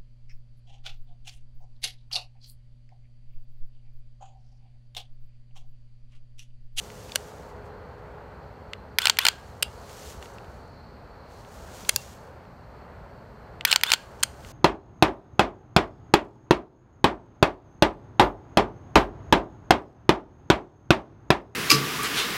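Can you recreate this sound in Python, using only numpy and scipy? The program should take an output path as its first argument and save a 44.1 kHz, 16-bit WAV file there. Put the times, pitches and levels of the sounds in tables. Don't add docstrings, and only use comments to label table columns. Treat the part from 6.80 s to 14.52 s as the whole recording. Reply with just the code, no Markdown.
import sys
import numpy as np
from scipy import signal
from scipy.fft import rfft, irfft, next_fast_len
from scipy.io import wavfile
from scipy.ndimage import uniform_filter1d, map_coordinates

SR = 44100
rng = np.random.default_rng(int(sys.argv[2]) if len(sys.argv) > 2 else 0)


def gain_from_db(level_db):
    decades = np.asarray(level_db, float) / 20
    return 10 ** decades


def store_pcm(level_fs):
    pcm = np.round(np.clip(level_fs, -1, 1) * 32767).astype(np.int16)
    wavfile.write(sys.argv[1], SR, np.atleast_2d(pcm).T)


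N = 340452

# pitch_hz, level_db (per Hz)
RUMBLE_SPECTRUM = [(12, -41.5), (20, -22.5), (45, -2.5), (65, 2), (150, -5), (256, -10.5), (300, -20),
                   (390, -42.5), (660, -120)]
# pitch_hz, level_db (per Hz)
DRONE_SPECTRUM = [(150, -41), (250, -13.5), (422, -4.5), (447, -5), (530, -3.5), (763, -6.5), (885, -5.5),
                  (980, -8.5), (1480, -12.5), (3800, -36.5), (4940, -66.5), (8360, -120)]
# pitch_hz, level_db (per Hz)
HISS_SPECTRUM = [(1500, -3.5), (3000, -6), (6000, -9), (9000, -14), (10600, -21), (13000, -13),
                 (15500, -16), (15900, -60)]
# time_s, level_db (at 420 Hz), level_db (at 490 Hz)
HUM_LEVELS = [(0, -56, -56.5), (1.2, -56, -57.5), (1.8, -57.5, -64), (3, -60, -70), (4, -68, -72),
              (7.72, -66, -72)]
# pitch_hz, width_hz, level_db
CRICKET_BANDS = [(4400, 850, -73), (4120, 160, -79), (4450, 110, -79)]
# time_s, level_db
CHORUS_SWELL = [(0, 2.5), (1, -1), (2, 0.5), (3, 3.5), (3.8, 4), (4.3, 4.5), (5, 3), (6, -1.5), (7, 0.5),
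                (7.72, 0.5)]
RUMBLE_DB, DRONE_DB, HISS_DB = -47.5, -49, -70.5
DRONE_FOLLOWS = 0.17
DUCK_DB, DUCK_S = 4.5, .15

# pitch_hz, level_db (per Hz)
CLOTH_SPECTRUM = [(880, -26), (1500, 0), (2380, -1), (2850, 1.5), (4130, -0.5), (6620, 2), (10400, -7),
                  (14200, -8.5), (15900, -10.5), (16500, -38.5)]
# peak_s, level_db, rise_s (over 20 dB), fall_s (over 20 dB)
CLOTH_STROKES = [(.06, -53.5, .8, .6), (.25, -54, 0.3, 0.4465), (.46, -58.5, 1, 0.3), (.56, -64, .08, .1),
                 (.625, -62, .06, .06), (.7, -66, .08, .05), (.86, -68, .04, .06), (1.3, -75.5, 1.5, 1),
                 (2.68, -63, 0.53, 0.2), (2.9, -65, 0.33, 0.65), (3.1, -58, 0.05, 0.4369),
                 (3.31, -48.5, .5, .15), (3.43, -58, 0.07, .4), (3.7, -67, 0.12, .5), (4.52, -64, .1, 0.9),
                 (4.74, -57, 0.23, .5), (5.02, -49.5, 0.302, 0.3548), (5.13, -54, 0.22, 0.2064),
                 (5.22, -51.5, .3, 0.2241), (5.33, -58, 0.21, 0.16), (5.65, -76, 0.54, 0.08),
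                 (7.22, -60.5, 0.07, 0.29), (7.41, -63, .15, .1), (7.5, -63.5, 0.3, .5),
                 (7.69, -52, .2, .15)]

# start_s, level_db (energy in 1 ms), knock_db, snap_db
SEAR = [
    (2.1856, -7.5, -6.5, -11),
    (2.3875, -8.5, -4.5, -10),
    (6.8504, -7.5, -5.5, -8.5),
    (7.0345, -8, -6, -10),
]
RELEASE = [
    (2.2553, -8.5, -7, -8),
    (2.4509, -14.5, -4, -1.5),
    (2.4531, -9.5, -5, -15),
    (6.9154, -10.5, -17, -5.5),
]
HAMMER = [
    (2.2705, -6.5, -11, -12),
    (2.4663, -5.5, -11, -10.5),
    (6.9268, -4.5, -13, -11.5),
    (7.118, -6, -11, -7),
]
RESET = [
    (2.2972, -6, -8.5, -6),
    (2.4847, -7, -8, -5.5),
    (6.9599, -6.2, -7, -5.5),
    (7.1357, -6.5, -7.5, -5),
]
REBOUND = [
    (2.2817, -25, 3, -4),
    (2.4755, -25, 0, -4),
    (6.9363, -24, 2, -4),
    (7.1284, -21, -1, -3),
]
BOUNCE = [
    (2.2175, -21, -6.5, -7),
    (2.241, -30, -6, -8),
    (2.4137, -27.5, -12, -10),
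    (6.8756, -26, -6, -6),
    (6.9013, -24.5, -14.5, -22),
    (6.9111, -19, -4, -4),
    (7.0651, -27, 0.5, -8),
    (7.0945, -27, -7, -11.5),
    (7.1024, -18.5, -4.5, -9),
    (7.1418, -22, -3, -10),
]
LEVER_OFF = [
    (0.3522, -33, -7.5, -3.5),
    (0.3573, -14, -5.5, -1),
]
LEVER_ON = [
    (5.0897, -28, -3, -3.5),
    (5.0923, -11, -5.5, 2.5),
]
END_STOP = [
    (2.8249, -16, -13, -6),
    (2.8276, -11.5, -11, -4),
]
LATE_STOP = [
    (7.4287, -17.5, -12, -8),
    (7.4328, -12.5, -10, 1),
    (7.4347, -13.5, -4, 0),
]
CATCH = [
    (5.161, -15, -15, 1),
    (5.1638, -33, 3, -6),
]
SLACK = [(0.102, -43, 2, -26), (1.9334, -25, -6, -16), (2.3703, -28, -4, -6), (3.096, -48.5, -1, -18),
         (3.4262, -37, -2, -9), (3.4569, -41.5, -6.5, -15), (3.5365, -59, -20, 6), (3.645, -51, -14, -12),
         (3.878, -60, -14, -3), (4.6487, -48, -14.5, -16), (5.6524, -54, -15.5, -16),
         (6.8096, -26, -8, -16), (7.012, -29, -4, -5), (7.3965, -53, -20, -2), (7.405, -52, -20, 3),
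         (7.6476, -40, -2, -13.5)]
NUDGE = [
    (0.3195, -30.5, -25, -9.5),
    (5.0491, -37.5, -19.5, -15.5),
]
TAP = [
    (0.2951, -41, -20, -25),
    (3.5841, -40.5, -9.5, -19),
]

# pitch_hz, width_hz, level_db
SEAR_MODES = [(480, 150, -19), (958, 170, -4), (1500, 150, -3), (1880, 220, 2), (2350, 350, -1),
              (3330, 480, -2), (4300, 400, -5), (4950, 250, -3), (6000, 900, -10), (7500, 600, -17),
              (8900, 900, -15), (10900, 1500, -15), (13000, 650, -9), (14900, 760, -15)]
RELEASE_MODES = [(600, 250, -13), (950, 200, -7), (1440, 230, -3), (2050, 400, -7), (3040, 330, 0),
                 (3600, 300, -7), (4250, 500, -4), (5200, 500, -12), (7390, 860, -11), (8460, 360, -12),
                 (9350, 330, -13), (12400, 1500, -24), (14100, 500, -18), (15600, 500, -21)]
HAMMER_MODES = [(430, 150, -22), (888, 210, -8), (1300, 200, -12), (1850, 250, -10), (2430, 350, 0),
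                (2870, 250, 0), (3450, 300, -8), (4250, 380, -1), (5200, 500, -5), (6300, 600, -11),
                (7400, 500, -16), (8560, 410, -11), (12200, 2500, -26), (15600, 500, -19)]
RESET_MODES = [(620, 150, -14), (964, 190, -5), (1440, 220, -4), (1900, 250, -7), (2250, 300, -6),
               (3150, 450, 0), (4460, 610, -1), (6300, 600, -8), (7290, 480, -5), (8500, 500, -12),
               (10200, 450, -24), (12600, 700, -23), (14100, 500, -17), (15100, 400, -21)]
REBOUND_MODES = [(900, 200, -4), (1500, 250, 0), (2700, 500, -4), (3600, 400, -4), (4600, 600, -7),
                 (5800, 400, -11), (7000, 800, -7), (8500, 600, -8), (9500, 500, -7), (11500, 800, -15),
                 (14000, 1500, -13)]
LEVER_OFF_MODES = [(587, 150, -4), (1030, 120, -14), (1560, 240, -3), (2150, 200, -8), (2900, 300, 0),
                   (3550, 250, -6), (4400, 400, -3), (5000, 260, -10), (5950, 400, -3), (7070, 390, -5),
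                   (8300, 390, -5), (9600, 700, -7), (12000, 2000, -13), (15500, 410, -16)]
LEVER_ON_MODES = [(587, 150, -3), (1030, 150, -11), (1560, 300, -2), (2150, 300, -1), (2650, 250, -3),
                  (3250, 300, -2), (4200, 400, -3), (4860, 300, -2), (6200, 330, -2), (7050, 390, 0),
                  (8410, 390, 0), (9900, 900, -5), (13000, 1200, -13), (15500, 410, -16)]
END_STOP_MODES = [(600, 350, -14), (1550, 300, -10), (2300, 300, -7), (2850, 300, 0), (3300, 300, -5),
                  (4000, 400, -10), (4650, 300, -8), (5100, 300, -6), (6300, 500, -13), (7520, 400, -9),
                  (8660, 400, -6), (9700, 500, -13), (11100, 1080, -13), (14200, 1500, -13)]
LATE_STOP_MODES = [(900, 300, -15), (1500, 300, -6), (2200, 300, -8), (2750, 300, -2), (3150, 300, 0),
                   (4300, 450, -3), (4950, 300, -4), (6050, 300, -6), (6800, 400, -3), (7500, 300, -8),
                   (8600, 450, 0), (9500, 300, -8), (11100, 1080, -13), (13400, 1500, -13)]
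CATCH_MODES = [(1100, 250, -12), (1600, 250, -12), (2700, 300, -8), (3550, 300, -8), (4650, 600, -1),
               (5600, 400, -4), (7080, 600, 0), (8400, 500, -7), (9800, 500, -8), (11000, 800, -5),
               (13500, 900, -9), (15400, 800, -11)]
SLACK_MODES = [(1000, 300, -12), (1400, 400, -6), (2050, 350, -1), (2800, 450, 0), (3500, 400, -6),
               (4400, 500, -9), (6000, 800, -14), (7370, 600, -13), (8500, 500, -18), (13100, 1500, -31)]
NUDGE_MODES = [(2500, 500, -4), (3550, 400, 0), (4500, 400, -4), (5900, 600, -11), (6900, 600, -9),
               (7750, 500, -8), (9800, 900, -14), (13100, 1500, -22)]
TAP_MODES = [(1900, 500, -10), (2650, 260, 0), (3500, 400, -14), (4400, 500, -14), (5100, 300, -13),
             (7400, 700, -28), (13100, 1500, -32)]
# pitch_hz, knock_share, body_share, snap_share, tick_share
LAYER_SHARES = [(1000, 1, 0, 0, 0), (1750, 1, 0, 0, 0), (2250, 0, 1, 0, 0), (5000, 0, 1, 0, 0),
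                (6000, 0, 0, 1, 0), (9800, 0, 0, 1, 0), (11200, 0, 0, 0, 1)]
KNOCK_MS = .5
EVEN_BINS, MODE_BINS = 50, 17
SHARP = 3

# start_s, level_db, pitch_hz
THUDS = [
    (.325, -44, 90),
    (2.863, -44, 70),
    (2.882, -46, 100),
    (3.268, -41, 70),
    (3.373, -40, 70),
    (5.031, -39.5, 181),
    (5.135, -40, 80),
    (7.66, -43, 65),
]

# start_s, pitch_hz, level_db, t60_s
SPRING_RINGS = [(.364, 2800, -45, .06), (2.297, 1631, -50, .5), (2.297, 2800, -49, .2),
                (2.485, 1631, -48, .7), (2.485, 2800, -47, .25), (2.485, 3620, -53, .3),
                (2.485, 4790, -53, .2), (2.836, 2780, -41, .14), (2.83, 4800, -48, .15),
                (2.258, 2900, -32, .05), (2.455, 2900, -34, .05), (.855, 4400, -58, .03),
                (5.163, 2735, -41.5, .2), (6.96, 1631, -50, .5), (7.136, 1631, -51, .6),
                (7.136, 2800, -49, .2), (7.44, 2300, -50, .12)]
# start_s, pitch_hz, width_hz, level_db, t60_s
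SHIMMERS = [
    (2.832, 3150, 1300, -42, .12),
    (7.437, 2900, 1100, -44, .07),
    (5.097, 3000, 1200, -45, .08),
]

# start_s, end_s, level_db (scrape)
PULLS = [
    (2.193, 2.303, -35),
    (2.392, 2.489, -34),
    (6.855, 6.953, -34),
    (7.041, 7.139, -35.5),
]
# pitch_hz, level_db (per Hz)
SCRAPE_SPECTRUM = [(300, -26), (1100, -6.5), (1500, -1.5), (2100, -6.5), (3000, -5), (5000, -14),
                   (8500, -16.5), (10500, -23), (16000, -28)]
# pitch_hz, width_hz, level_db (over the scrape)
SLIDE_MODES = [(1080, 110, 8), (1530, 130, 9), (2600, 150, 7), (2920, 150, 7), (4050, 200, 6)]
TAKE_UP_S = .01
SETTLE_DB, SETTLE_POWER = 13, 0.56

# start_s, length_s, first_hz, top_hz, level_db
SQUEAKS = [
    (2.218, .037, 3100, 3570, -31.5),
    (2.404, .047, 2750, 3590, -32.5),
    (6.876, .036, 3100, 3620, -32),
    (7.068, .042, 3330, 3640, -30),
]
# level_db, loudest_at (share of length), arch_db (lost at the far end)
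SQUEAK_PARTIALS = [(3, .36, 14), (-13, .3, 30), (-17, .68, 18), (-18, .66, 14)]
CLIMB = .33


def unit(x):
    return x / np.sqrt(np.mean(x ** 2) + 1e-20)


def along(points, hz):
    f, v = np.transpose(points)
    return np.interp(np.log(hz + 1), np.log(f + 1), v)


def curves(rows):
    s, *cols = np.transpose(rows)
    return [np.interp(np.arange(N) / SR, s, c) for c in cols]


def wobble(rate):
    knots = rng.standard_normal(int(N * rate / SR) + 4)
    return map_coordinates(knots, [np.arange(N) * rate / SR])


def noise(gain):
    m = next_fast_len(N)
    spectrum = rfft(rng.standard_normal(m)) * gain(np.fft.rfftfreq(m, 1 / SR))
    return unit(irfft(spectrum, m)[:N])


def modes(table, f, turn=-1):
    return sum(turn ** k * gain_from_db(db) * 1j * f * w / (c * c - f * f + 1j * f * w + 1e-9)
               for k, (c, w, db) in enumerate(table))


def ducking():
    t = np.arange(N) / SR
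    busy = sum(((t > s) & (t < end + DUCK_S)) * 1. for s, end, db in PULLS)
    return gain_from_db(-DUCK_DB * uniform_filter1d(np.minimum(busy, 1), size=int(DUCK_S * SR)))


def night():
    duck = ducking()
    hum_db = curves(HUM_LEVELS)
    drone_db = DRONE_DB + DRONE_FOLLOWS * (hum_db[1] - HUM_LEVELS[-1][2])
    out = duck * gain_from_db(RUMBLE_DB + 0.75 * wobble(2.7)) * noise(lambda f: gain_from_db(along(RUMBLE_SPECTRUM, f)))
    out = out + duck ** .5 * gain_from_db(drone_db + wobble(4)) * noise(lambda f: gain_from_db(along(DRONE_SPECTRUM, f)))
    out = out + gain_from_db(HISS_DB) * noise(lambda f: gain_from_db(along(HISS_SPECTRUM, f)))
    for hz, drift_hz, db in zip((420, 490), (3, 9), hum_db):
        phase = 2 * np.pi * np.cumsum(hz + drift_hz * wobble(8)) / SR
        out = out + gain_from_db(db + 4.0 + 1.5 * wobble(5.5)) * np.sin(phase)
    chorus_db = curves(CHORUS_SWELL)[0]
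    pulse = gain_from_db(1.5 * np.array([wobble(6), 2 * wobble(12), 2 * wobble(9)]))
    for (hz, w, db), swell in zip(CRICKET_BANDS, pulse):
        band = noise(lambda f: abs(modes([(hz, w, 0)], f)) ** 2)
        out = out + gain_from_db(db + chorus_db) * swell * band
    return out


def cloth():
    t = np.arange(N) / SR
    grain = gain_from_db(.7 * wobble(12) + 0.91 * wobble(25) + 1.2 * wobble(400))
    power = sum(gain_from_db(db - 20 * np.where(t < s, (s - t) / rise, (t - s) / fall)) ** 2
                for s, db, rise, fall in CLOTH_STROKES)
    db = 10 * np.log10(power + 1e-20)
    moving = np.clip((db + 82) / 12, 0, 1)
    fabric = noise(lambda f: gain_from_db(along(CLOTH_SPECTRUM, f)) * (f < 15800))
    return moving * gain_from_db(db + 1.0) * unit(grain * fabric)


def even(power, bins):
    return abs(uniform_filter1d(power, size=bins)) + 1e-12


def rattle(contacts, part, tick_over_db, ms):
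    size, room, lead = 4096, 16384, 64
    out = np.zeros(N + room)
    t, late = np.arange(size) / SR, np.arange(room) / SR
    f, room_f = np.fft.rfftfreq(size, 1 / SR), np.fft.rfftfreq(room, 1 / SR)

    edges, *shares = np.transpose(LAYER_SHARES)
    shares = np.array([np.interp(f, edges, share) for share in shares])
    bass = (1j * f / (1j * f + .5 * part[0][0])) ** 3
    families = np.array([modes(part, f, turn) for turn in (1, -1, -1, -1)]) * np.sqrt(shares) * bass
    powers = sum(gain_from_db(db) ** 2 * abs(modes([(hz, w, 0)], f)) ** SHARP for hz, w, db in part)
    powers = powers * shares * abs(bass) ** 2
    powers = powers / powers.sum(axis=1, keepdims=True)

    start = np.clip((t - lead / SR) / .0008, 0, 1) * (t < .05)
    near = gain_from_db(-21.5 - 60 * late / .05) * np.sqrt(1 / 0.13)
    trees = gain_from_db(-25 - 60 * late / 0.32) * np.sqrt(1 / 0.3)
    answer = (near + trees) * (late > .003) * (late < .3) * np.sqrt(2 * np.log(1000) / SR)
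    dull = 1 + 1j * room_f / 9000

    span = np.maximum(ms - np.array([[9], [.5], [.7], [1.1]]), KNOCK_MS) / 1000
    shape = np.exp(-(t / (2.3 * span)) ** 1.4)
    chances = rng.standard_normal((len(contacts), 2 * size + room))
    for (s, db, knock_db, snap_db), chance in zip(contacts, chances):
        sign, scatter, echo = np.split(chance, [size, 2 * size])
        blows = rfft(np.roll(sign * gain_from_db(4 * scatter) * shape, lead, axis=1))
        blows = blows / np.sqrt(even(abs(blows) ** 2, EVEN_BINS))
        layers = irfft(blows * families, size) * start
        layers = layers / np.linalg.norm(layers, axis=1, keepdims=True)
        gains = gain_from_db(db + np.array([knock_db, 0, snap_db, snap_db + tick_over_db]))
        ring = rfft(gains @ layers)
        wanted = even(gains ** 2 @ powers, MODE_BINS)
        hit = irfft(ring * np.sqrt(wanted / even(abs(ring) ** 2, MODE_BINS)), size) * start
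        hit = hit * np.linalg.norm(gains) / np.linalg.norm(hit) * np.sqrt(SR / 1000)
        heard = irfft(rfft(hit, room) * (1 + rfft(echo * answer) / dull), room)
        out[round((s - .0004) * SR) - lead:][:room] += heard
    return out[:N]


def clicks():
    # contacts, modes, tick against snap in dB, rattle length in ms
    parts = [(SLACK, SLACK_MODES, -14, 1.2),
             (TAP, TAP_MODES, -11, 1.3),
             (NUDGE, NUDGE_MODES, -14, 1.6),
             (LEVER_OFF, LEVER_OFF_MODES, -8.5, 1.5),
             (SEAR, SEAR_MODES, 3.5, 2.0),
             (BOUNCE, RELEASE_MODES, -8, 2.4),
             (RELEASE, RELEASE_MODES, -9, 1.6),
             (HAMMER, HAMMER_MODES, -10, 1.45),
             (REBOUND, REBOUND_MODES, -4, 2.2),
             (RESET, RESET_MODES, -10, 1.5),
             (END_STOP, END_STOP_MODES, -3, 1.35),
             (LEVER_ON, LEVER_ON_MODES, -8.5, 1.6),
             (CATCH, CATCH_MODES, -1, 1.25),
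             (LATE_STOP, LATE_STOP_MODES, -7.5, 1.5)]
    return sum(rattle(*part) for part in parts)


def thuds():
    out, t = np.zeros(N + SR), np.arange(SR // 8) / SR
    for s, db, hz in THUDS:
        push = t * hz * np.exp(-1.5 * t * hz) * 4
        out[round(s * SR):][:len(t)] += gain_from_db(db + 4) * push * np.sin(2 * np.pi * hz * t)
    return out[:N]


def springs():
    t, out = np.arange(N) / SR, np.zeros(N)
    detunes = rng.random((len(SPRING_RINGS), 2))
    for (s, hz, db, t60), (apart, turn) in zip(SPRING_RINGS, detunes):
        i = round(s * SR)
        u = t[:min(SR // 2, N - i)]
        twin_hz = hz * (1.008 + .008 * apart)
        pair = np.sin(2 * np.pi * hz * u) + .3 * np.sin(2 * np.pi * twin_hz * u + turn)
        out[i:][:len(u)] += gain_from_db(db - 60 * u / t60) * (1 - np.exp(-u / 0.006)) * pair
    for s, hz, w, db, t60 in SHIMMERS:
        crowd = noise(lambda f: abs(modes([(hz, w, 0)], f)) ** 2)
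        out = out + (t > s) * gain_from_db(db - 60 * abs(t - s) / t60) * crowd
    return out * gain_from_db(1.8 * wobble(120))


def scrape():
    t = np.arange(N) / SR
    travel = np.zeros(N)
    for s, end, db in PULLS:
        lost_db = SETTLE_DB * (np.maximum(t - end, 0) / .03) ** SETTLE_POWER
        travel += np.clip((t - s) / TAKE_UP_S, 0, 1) ** 2 * gain_from_db(db - lost_db)
    slips = gain_from_db(wobble(90) + 2.2 * wobble(400) + 2 * wobble(1500))
    steel = noise(lambda f: gain_from_db(along(SCRAPE_SPECTRUM, f)) * np.hypot(1, abs(modes(SLIDE_MODES, f))))
    return travel * unit(slips * steel)


def squeaks():
    t, out = np.arange(N) / SR, np.zeros(N)
    shake, flutter = wobble(400), [wobble(250) for row in SQUEAK_PARTIALS]
    for s, length, first_hz, top_hz, db in SQUEAKS:
        i = slice(round(s * SR), round((s + length) * SR))
        u = (t[i] - s) / length
        gate = np.clip(u / .08, 0, 1) * np.clip((1 - u) / .1, 0, 1)
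        hz = top_hz - (top_hz - first_hz) * np.exp(-(abs(u) / CLIMB) ** 1.7)
        phase = 2 * np.pi * np.cumsum(hz * (1 + .008 * shake[i])) / SR
        for k, (over_db, at, arch_db) in enumerate(SQUEAK_PARTIALS):
            level_db = db + over_db - arch_db * abs(u - at) / max(at, 1 - at)
            level_db = level_db + (2.5 + .6 * k) * flutter[k][i]
            out[i] += gate * gain_from_db(level_db) * np.sin((k + 1) * phase)
    return out


def scene():
    return (night() + cloth() + clicks() + thuds() + springs() + scrape() + squeaks())[None]


def band_limit(x):
    return signal.sosfilt(signal.butter(12, 17000, fs=SR, output="sos"), x)


def record(dry):
    soft = dry / (1 + np.abs(dry / .9) ** 6) ** (1 / 6)
    low_pass = signal.cheby2(14, 70, 16900, fs=SR, output="sos")
    return band_limit(signal.sosfilt(low_pass, soft))


dry = scene()
out = record(dry)
store_pcm(out)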